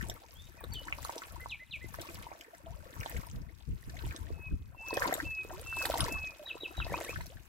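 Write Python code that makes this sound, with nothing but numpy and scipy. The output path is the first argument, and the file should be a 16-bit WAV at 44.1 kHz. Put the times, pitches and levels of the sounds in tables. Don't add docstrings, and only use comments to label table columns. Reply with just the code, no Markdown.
import sys
import numpy as np
from scipy import signal
from scipy.fft import rfft, irfft, next_fast_len
from scipy.io import wavfile
from scipy.ndimage import uniform_filter1d

SR = 44100
rng = np.random.default_rng(int(sys.argv[2]) if len(sys.argv) > 2 else 0)


def to_linear_factor(level_db):
    exponent = np.asarray(level_db, float) / 20
    return 10 ** exponent


def persist_wave(psi):
    counts = np.round(np.clip(psi, -1, 1) * 32767).astype(np.int16)
    wavfile.write(sys.argv[1], SR, np.atleast_2d(counts).T)


N = 330044

# (time [s], gurgle level [dB], foam level [dB])
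SURGES = [(0.0, -55.5, -64), (0.23, -68, -76.5), (0.44, -81, -73.5), (0.58, -65.5, -77), (0.79, -65.5, -72),
          (1.08, -60, -61.5), (1.27, -60, -67), (1.5, -71.5, -73), (1.67, -83.5, -82.5), (1.89, -70, -70),
          (2.04, -58.5, -63), (2.15, -59, -66), (2.46, -68, -76), (2.67, -72, -78), (2.91, -65, -72),
          (3.1, -56.5, -61.5), (3.27, -66, -69.5), (3.48, -73.5, -82.5), (3.71, -83.5, -78.5),
          (3.83, -70.5, -75), (4.08, -59.5, -66), (4.19, -64, -71.5), (4.35, -65, -76.5), (4.54, -83, -82),
          (4.77, -73.5, -84), (4.89, -57.5, -65.5), (5.04, -42.5, -55.5), (5.1, -45, -59.5),
          (5.23, -58, -62.5), (5.33, -73.5, -72.5), (5.5, -65, -71.5), (5.73, -67, -63), (5.83, -52.5, -54),
          (5.94, -49.5, -57.5), (6.0, -44.5, -53.5), (6.06, -49, -55.5), (6.19, -59.5, -67.5),
          (6.39, -69.5, -73.5), (6.75, -62, -70.5), (6.98, -53.5, -60), (7.08, -57.5, -59.5),
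          (7.29, -70, -73), (7.48, -80, -75.5)]
# (time [s], delay of the left port [samples])
BEARINGS = [
    (0, 12),
    (1.5, 8.5),
    (2.5, 14.5),
    (4.3, 16),
    (4.6, -11),
    (5.2, -7.5),
    (5.8, -4.5),
    (6.2, 11.5),
    (6.7, -14),
    (7.2, 10),
]
# (time [s], peak level [dB], pitch [Hz], left-right difference [dB])
PLOPS = [(0.096, -36, 660, 2), (0.638, -39, 456, 0), (0.924, -36.5, 1150, -5), (0.985, -37, 961, 4),
         (1.05, -31.5, 1110, -6), (1.094, -45, 331, 1.5), (1.094, -28, 860, -5), (1.163, -35.5, 427, 1),
         (1.459, -32.5, 920, -3), (1.843, -43, 347, -7), (1.987, -35.5, 580, 3), (2.104, -47, 616, -1.5),
         (2.316, -37.5, 755, -9), (2.668, -42, 680, 2), (3.06, -30, 780, -5), (4.036, -42.5, 330, 2),
         (4.304, -36.5, 396, -1.0), (4.747, -46.5, 895, 1), (4.929, -27.5, 407, -0.5),
         (4.972, -24, 507, -5), (5.021, -19, 1560, -5), (5.074, -33.5, 690, -10), (5.125, -32, 470, -5),
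         (5.449, -39, 406, -0.5), (5.506, -37.5, 786, 1), (5.726, -34, 1310, -5), (5.769, -32, 920, 0),
         (5.817, -34, 1400, -10), (5.853, -26, 1670, -5), (5.899, -26, 604, -3), (5.94, -25.5, 876, -4),
         (6.554, -37.5, 422, 0), (6.633, -35, 388, 0), (6.779, -37.5, 720, 0.0), (6.801, -28.5, 1290, -4),
         (6.866, -34, 620, -1), (6.901, -43, 720, -6), (6.921, -30, 510, 1), (6.941, -24, 915, -1),
         (7.011, -31, 610, 0), (7.093, -33, 454, -1.0), (7.208, -36, 1750, -4)]
# (time [s], peak level [dB], pitch [Hz])
DROPS = [(0.64, -39, 1750), (0.742, -42, 3180), (0.882, -32, 1960), (0.9247, -25, 2620), (1.219, -33, 1900),
         (1.942, -31, 1830), (2.0897, -40, 3030), (2.41, -40.5, 2850), (3.0091, -36, 3000),
         (3.031, -33.5, 2300), (3.0603, -32.5, 3520), (3.1655, -33.5, 2700), (4.1104, -35, 2140),
         (5.2011, -26, 2080), (5.5044, -33, 1700), (7.0115, -35.5, 1760), (7.1606, -32, 1840)]
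# (time [s], peak level [dB], centre frequency [Hz], left-right difference [dB])
TICKS = [(0.0847, -43, 9200, -4), (0.0977, -29.5, 5370, -1.5), (0.6055, -43, 11500, 4),
         (0.6404, -40, 5540, 3), (0.7345, -41, 8200, 2.0), (0.7372, -37, 7700, 6),
         (1.0208, -43, 12100, -1.0), (1.048, -32, 6840, -3), (1.1797, -34, 5700, 0),
         (1.9395, -43, 4950, 0.5), (2.0154, -37, 4620, 2), (2.1452, -40, 6270, -6), (2.41, -44, 4860, 2),
         (3.0031, -37.5, 8300, -0.5), (3.0969, -39, 11600, -9), (3.2685, -45, 7030, 1.5),
         (4.124, -50, 10200, -5), (4.1628, -35.5, 5300, -3), (4.8843, -40, 8700, 10),
         (4.938, -38, 4270, 3.0), (4.941, -32.5, 8930, 1.5), (4.9691, -30.5, 5300, 0.0),
         (5.0763, -28, 4430, 1), (5.1408, -23, 5100, 3), (5.2265, -44, 5050, -1.0),
         (5.7663, -36, 5700, 0.5), (5.8237, -35, 11600, 1.0), (5.8546, -22.5, 4730, -4),
         (5.901, -37, 7400, 0.5), (5.981, -31.5, 9000, -7.5), (6.0059, -19.5, 5330, 2),
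         (6.1265, -51, 5650, -1.0), (6.1243, -32.5, 6900, -4), (7.0473, -34, 4530, 2),
         (7.2105, -42, 4830, 0.0), (7.266, -42, 5200, -2.0)]
# (time [s], length [s], start pitch [Hz], end pitch [Hz], level [dB])
GLUGS = [(0.866, 0.023, 806, 1570, -46), (2.659, 0.057, 664, 730, -52), (2.721, 0.032, 840, 1390, -59),
         (3.937, 0.024, 665, 854, -51.5), (4.811, 0.058, 824, 1170, -54.5), (5.385, 0.1, 348, 520, -61),
         (5.509, 0.031, 602, 1236, -44.5), (5.524, 0.086, 346, 479, -49), (5.548, 0.02, 850, 1610, -51),
         (5.575, 0.026, 550, 854, -50), (5.811, 0.017, 894, 1750, -39), (6.393, 0.048, 623, 624, -47),
         (6.439, 0.034, 697, 1266, -56.5), (7.297, 0.037, 460, 790, -53.5)]
# (frequency [Hz], gain [dB])
GURGLE_SPECTRUM = [(200, 0.5), (320, -5), (500, -1.5), (1200, 3.5), (2000, 3.5), (3500, -21.5)]
# (frequency [Hz], gain [dB])
FOAM_SPECTRUM = [(600, 7), (2000, 1), (4500, 4), (7000, 6), (8600, 5), (10500, 5.5), (12500, 11),
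                 (15800, 8), (16200, -20)]
# (time [s], left port level [dB], right port level [dB])
GUSTS = [(0.0, -35, -58), (0.03, -37, -54), (0.11, -41, -46), (0.21, -63, -79), (0.42, -48, -54),
         (0.58, -55, -82), (0.71, -37, -45), (0.85, -49, -80), (0.93, -46.5, -44), (1.04, -42.5, -72),
         (1.19, -70, -79), (1.34, -42.5, -54), (1.51, -52.5, -51.5), (1.65, -60, -79), (1.73, -53, -72),
         (1.87, -41.5, -68), (1.91, -49, -77), (2.0, -45, -46), (2.05, -58, -77), (2.17, -44, -48),
         (2.51, -72.5, -89), (2.72, -40, -51), (2.93, -57.5, -85), (3.0, -35, -38), (3.07, -57, -75),
         (3.18, -30.5, -33), (3.24, -49, -71), (3.36, -41.5, -36.5), (3.42, -41, -45), (3.57, -50, -82),
         (3.66, -48.5, -77), (3.69, -32, -39), (3.74, -34.5, -34), (3.8, -52, -77), (3.88, -45, -39),
         (4.02, -40.5, -60), (4.05, -36.5, -35), (4.1, -34, -34), (4.16, -59, -74), (4.2, -39, -43),
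         (4.24, -34.5, -47), (4.28, -45.5, -67), (4.32, -35, -35), (4.39, -43, -64), (4.45, -48, -60),
         (4.54, -28, -29), (4.58, -44, -53), (4.61, -45, -42), (4.84, -54, -76), (5.04, -44, -50),
         (5.13, -60, -65), (5.27, -38, -45), (5.39, -57, -64), (5.54, -48, -47.5), (5.86, -46.5, -57),
         (5.91, -39.5, -45), (5.97, -51, -54), (6.02, -27, -37), (6.06, -39, -38), (6.1, -47, -63),
         (6.16, -39, -37), (6.38, -62.5, -75), (6.75, -56, -64), (6.79, -32.5, -36), (6.89, -42, -57),
         (6.92, -38, -42), (7.04, -56.5, -78), (7.18, -37.5, -40), (7.24, -43.5, -46.5), (7.32, -54, -66),
         (7.36, -44, -51), (7.48, -57.5, -88)]
# (frequency [Hz], density [dB per Hz])
WIND_SPECTRUM = [(8.8, -55), (15, -10.5), (49, 5), (70, 7), (162, -7.5), (196, -11), (367, -25.5),
                 (425, -26), (500, -35), (650, -57), (1100, -120)]
# (time [s], pitch [Hz], level [dB])
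LONG_WHISTLES = [
    [(4.31, 2597, -74), (4.328, 2607, -70), (4.478, 2543, -45), (4.505, 2473, -67)],
    [(4.74, 2735, -89), (4.788, 2663, -52), (4.936, 2593, -44), (4.975, 2480, -44)],
    [(5.225, 2290, -70.5), (5.253, 2664, -45.5), (5.403, 2543, -37.5), (5.44, 2516, -49)],
    [(5.64, 2671, -69), (5.674, 2682, -45.5), (5.826, 2598, -38), (5.86, 2420, -50)],
    [(6.08, 2540, -56), (6.12, 2634, -42.5), (6.274, 2535, -41), (6.318, 2430, -53)],
]
# (time from onset [s], pitch [Hz], level [dB])
SYLLABLE_SHAPES = [
    [(0, 3850, -68), (.014, 3880, -39), (.03, 3800, -54), (.04, 3400, -51), (.055, 2700, -41.5),
     (.066, 2560, -36), (.075, 2480, -73)],
    [(0, 4250, -51), (.011, 3700, -48.5), (.023, 2950, -45.5), (.033, 2580, -38.5), (.054, 2270, -43),
     (.06, 2220, -56)],
    [(0, 1750, -61), (.013, 2030, -49), (.03, 2050, -50.5), (.05, 2030, -49)],
    [(0, 3120, -63), (.04, 3500, -57), (.065, 3700, -66.5), (.13, 3750, -71)],
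    [(0, 2350, -71), (.02, 2520, -59), (.042, 2300, -60)],
    [(0, 4650, -45), (.018, 4300, -61), (.035, 3200, -46.5), (.05, 3000, -42.5), (.09, 2950, -48),
     (.096, 3050, -56)],
    [(0, 1700, -57), (.024, 2030, -54), (.042, 1650, -51), (.052, 1950, -50), (.068, 2450, -39.5),
     (.09, 2700, -48)],
    [(0, 2080, -66), (.022, 1850, -64), (.05, 1550, -60)],
]
# (shape number, time [s])
SYLLABLES = [(3, .352), (4, .57), (7, .578), (5, .72), (2, 1.396), (1, 1.492), (2, 1.592), (1, 1.708),
             (2, 1.808), (0, 6.45), (0, 6.597), (0, 6.762), (6, 6.876), (6, 7.027)]
# (frequency [Hz], density [dB per Hz])
WASH_SPECTRUM = [(120, -48), (200, -8.5), (652, -21), (909, -10), (2290, -11.5), (2600, -9), (3310, -29.5),
                 (11600, -23), (15600, -23.5), (16500, -62)]


def water():
    gurgle = swarm(count=4000, column=1, low_hz=261.4, high_hz=3200, cycles=12.37, rise=0.6,
                   spread_db=4.5, scatter=7.0, size=800)
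    foam = swarm(count=14000, column=2, low_hz=2354, high_hz=16800, cycles=5.1, rise=0.022,
                 spread_db=5.5, scatter=14.0, size=120)
    near = to_linear_factor(8.5) * coloured(gurgle, GURGLE_SPECTRUM) + to_linear_factor(5.5) * coloured(foam, FOAM_SPECTRUM)
    near = near + plops() + drops() + ticks() + glugs()
    return near + to_linear_factor(-5) * echoes(near, t60=0.062, start_s=0.0019)


def swarm(count, column, low_hz, high_hz, cycles, rise, spread_db, scatter, size):
    when, pitch, life, big, side = rng.random((count, 5)).T
    s = when * N / SR
    hz = low_hz * (high_hz / low_hz) ** pitch
    db = -spread_db * np.log(big + 0.0093)
    late = curve(BEARINGS, 1, s) + scatter * (2 * side - 1)
    t60 = cycles * (0.29 + 1.46 * life ** 2) / hz
    pan_db = 4.1 * (life - side)
    pockets = rings(s, db, hz, t60, rise * life, pan_db, late, 0.26 * t60, size)
    return evened(pockets) * to_linear_factor(curve(SURGES, column, np.arange(N) / SR))


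def plops():
    s, db, hz, pan_db = np.transpose(PLOPS)
    late = curve(BEARINGS, 1, s)
    return rings(s, db + 3.0, hz, t60=9.7 / hz, rise=0.326, pan_db=pan_db, late=late, soft_s=0.001, size=1800)


def drops():
    s, db, hz = np.transpose(DROPS)
    return splash((s, db, hz, 0 * s), low=0.74, high=1.063, t60=0.0061, parts=2)


def ticks():
    s, db, hz, pan_db = np.transpose(TICKS)
    return splash((s, db - 4.0, hz, pan_db), low=0.533, high=2.51, t60=0.0034, parts=6)


def glugs():
    out = np.zeros(N)
    for s, span, start_hz, end_hz, db in GLUGS:
        bend = (0.657 * span, (start_hz + end_hz) * 0.47, db - 6.5)
        glide(out, [(0, start_hz, db), bend, (span, end_hz, db - 1.0)], s)
    return out


def splash(rows, low, high, t60, parts):
    s, db, hz, pan_db = (np.repeat(v, parts) for v in rows)
    spread, jitter = rng.random((len(s), 2)).T
    hz = np.minimum(hz * low * (high / low) ** spread, 15500)
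    late = curve(BEARINGS, 1, s)
    return rings(s - 0.001 + 0.002 * jitter, db, hz, t60, 0.1, pan_db, late, soft_s=0.0012, size=500)


def rings(s, db, hz, t60, rise, pan_db, late, soft_s, size):
    t = np.arange(size) / SR
    settings = (s, db, hz, t60, rise, pan_db, late, soft_s)
    s, db, hz, t60, rise, pan_db, late, soft_s = (np.broadcast_to(v, np.shape(s))[:, None] for v in settings)
    turns = hz * (t + rise * t ** 2 / (2 * t60))
    swell = np.sin(np.pi / 2 * np.minimum(t / soft_s, 1)) ** 2
    decay = to_linear_factor(db - 60 * np.maximum(t - soft_s, 0) / t60)
    ring = swell * decay * np.sin(2 * np.pi * turns)
    out = np.zeros((2, N))
    for port, sign in enumerate((1, -1)):
        start = np.maximum(s * SR + sign * late / 2, 0).astype(int)
        at = start + np.arange(size)
        heard = ring * to_linear_factor(sign * pan_db / 2)
        out[port] = np.bincount(at.ravel(), heard.ravel(), N + size)[:N]
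    return out


def wind():
    t = np.arange(N) / SR
    eddies = coloured(rng.standard_normal((2, N)) * to_linear_factor(5.6 * lumps(0.012)), WIND_SPECTRUM)
    power = uniform_filter1d(uniform_filter1d(eddies ** 2, 1500), 1500)
    steady = eddies / np.sqrt(power + 1e-9)
    gust_db = np.array([curve(GUSTS, 1, t), curve(GUSTS, 2, t)])
    return steady * to_linear_factor(gust_db + 0.53)


def bird():
    song = np.zeros(N)
    for rows in LONG_WHISTLES:
        glide(song, rows, 0)
    for shape, s in SYLLABLES:
        glide(song, SYLLABLE_SHAPES[shape], s)
    bright = evened(np.diff(song, 2, prepend=(0, 0))) * song.std()
    leaves = to_linear_factor(-9) * echoes(bright[None], t60=0.15, start_s=0.0019)
    far_bank = to_linear_factor(-17) * echoes(bright[None], t60=0.5, start_s=0.01)
    smear = leaves + far_bank
    slap = to_linear_factor(-28) * np.roll(bright, round(0.168 * SR))
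    return song + slap + 1.03 * smear[0] + 0.12 * smear


def glide(mix, rows, start_s):
    t = np.arange(rows[0][0], rows[-1][0], 1 / SR)
    tone = np.sqrt(2) * np.sin(2 * np.pi * np.cumsum(curve(rows, 1, t)) / SR)
    fade = signal.windows.tukey(len(t), 400 / len(t))
    mix[round((start_s + t[0]) * SR):][:len(t)] += tone * to_linear_factor(curve(rows, 2, t)) * fade


def echoes(x, t60, start_s):
    t = np.arange(SR // 2) / SR
    signs = rng.choice([-1.0, 1.0], (2, len(t)))
    present = rng.random((2, len(t))) < 0.05
    taps = signs * present * to_linear_factor(-60 * t / t60) * (t > start_s)
    return signal.fftconvolve(x, taps / np.linalg.norm(taps[0]), axes=1)[:, :N]


def wash():
    swell_db = 0.63 * (curve(SURGES, 2, np.arange(N) / SR) + 72)
    hiss = evened(coloured(rng.standard_normal((2, N)), WASH_SPECTRUM))
    return hiss * to_linear_factor(-65.5 + swell_db + 0.63 * lumps(0.028))


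def lumps(span_s):
    size = max(round(span_s * SR), 2)
    return evened(uniform_filter1d(uniform_filter1d(rng.standard_normal((2, N)), size), size))


def coloured(x, spectrum):
    size = next_fast_len(N + 4096)
    gain = to_linear_factor(read(spectrum, np.fft.rfftfreq(size, 1 / SR)))
    return irfft(rfft(x, size) * gain, size)[..., :N]


def read(points, hz):
    f, value = np.transpose(points)
    return np.interp(np.log(hz + 1), np.log(f + 1), value)


def curve(rows, column, s):
    rows = np.asarray(rows)
    return np.interp(s, rows[:, 0], rows[:, column])


def evened(x):
    return x / np.sqrt(np.mean(x ** 2) + 1e-20)


def scene():
    return water() + wind() + bird() + wash()


def low_pass(x):
    return signal.sosfilt(signal.butter(12, 16840, fs=SR, output="sos"), x)


def record(dry):
    return low_pass(dry)


dry = scene()
out = record(dry)
persist_wave(out)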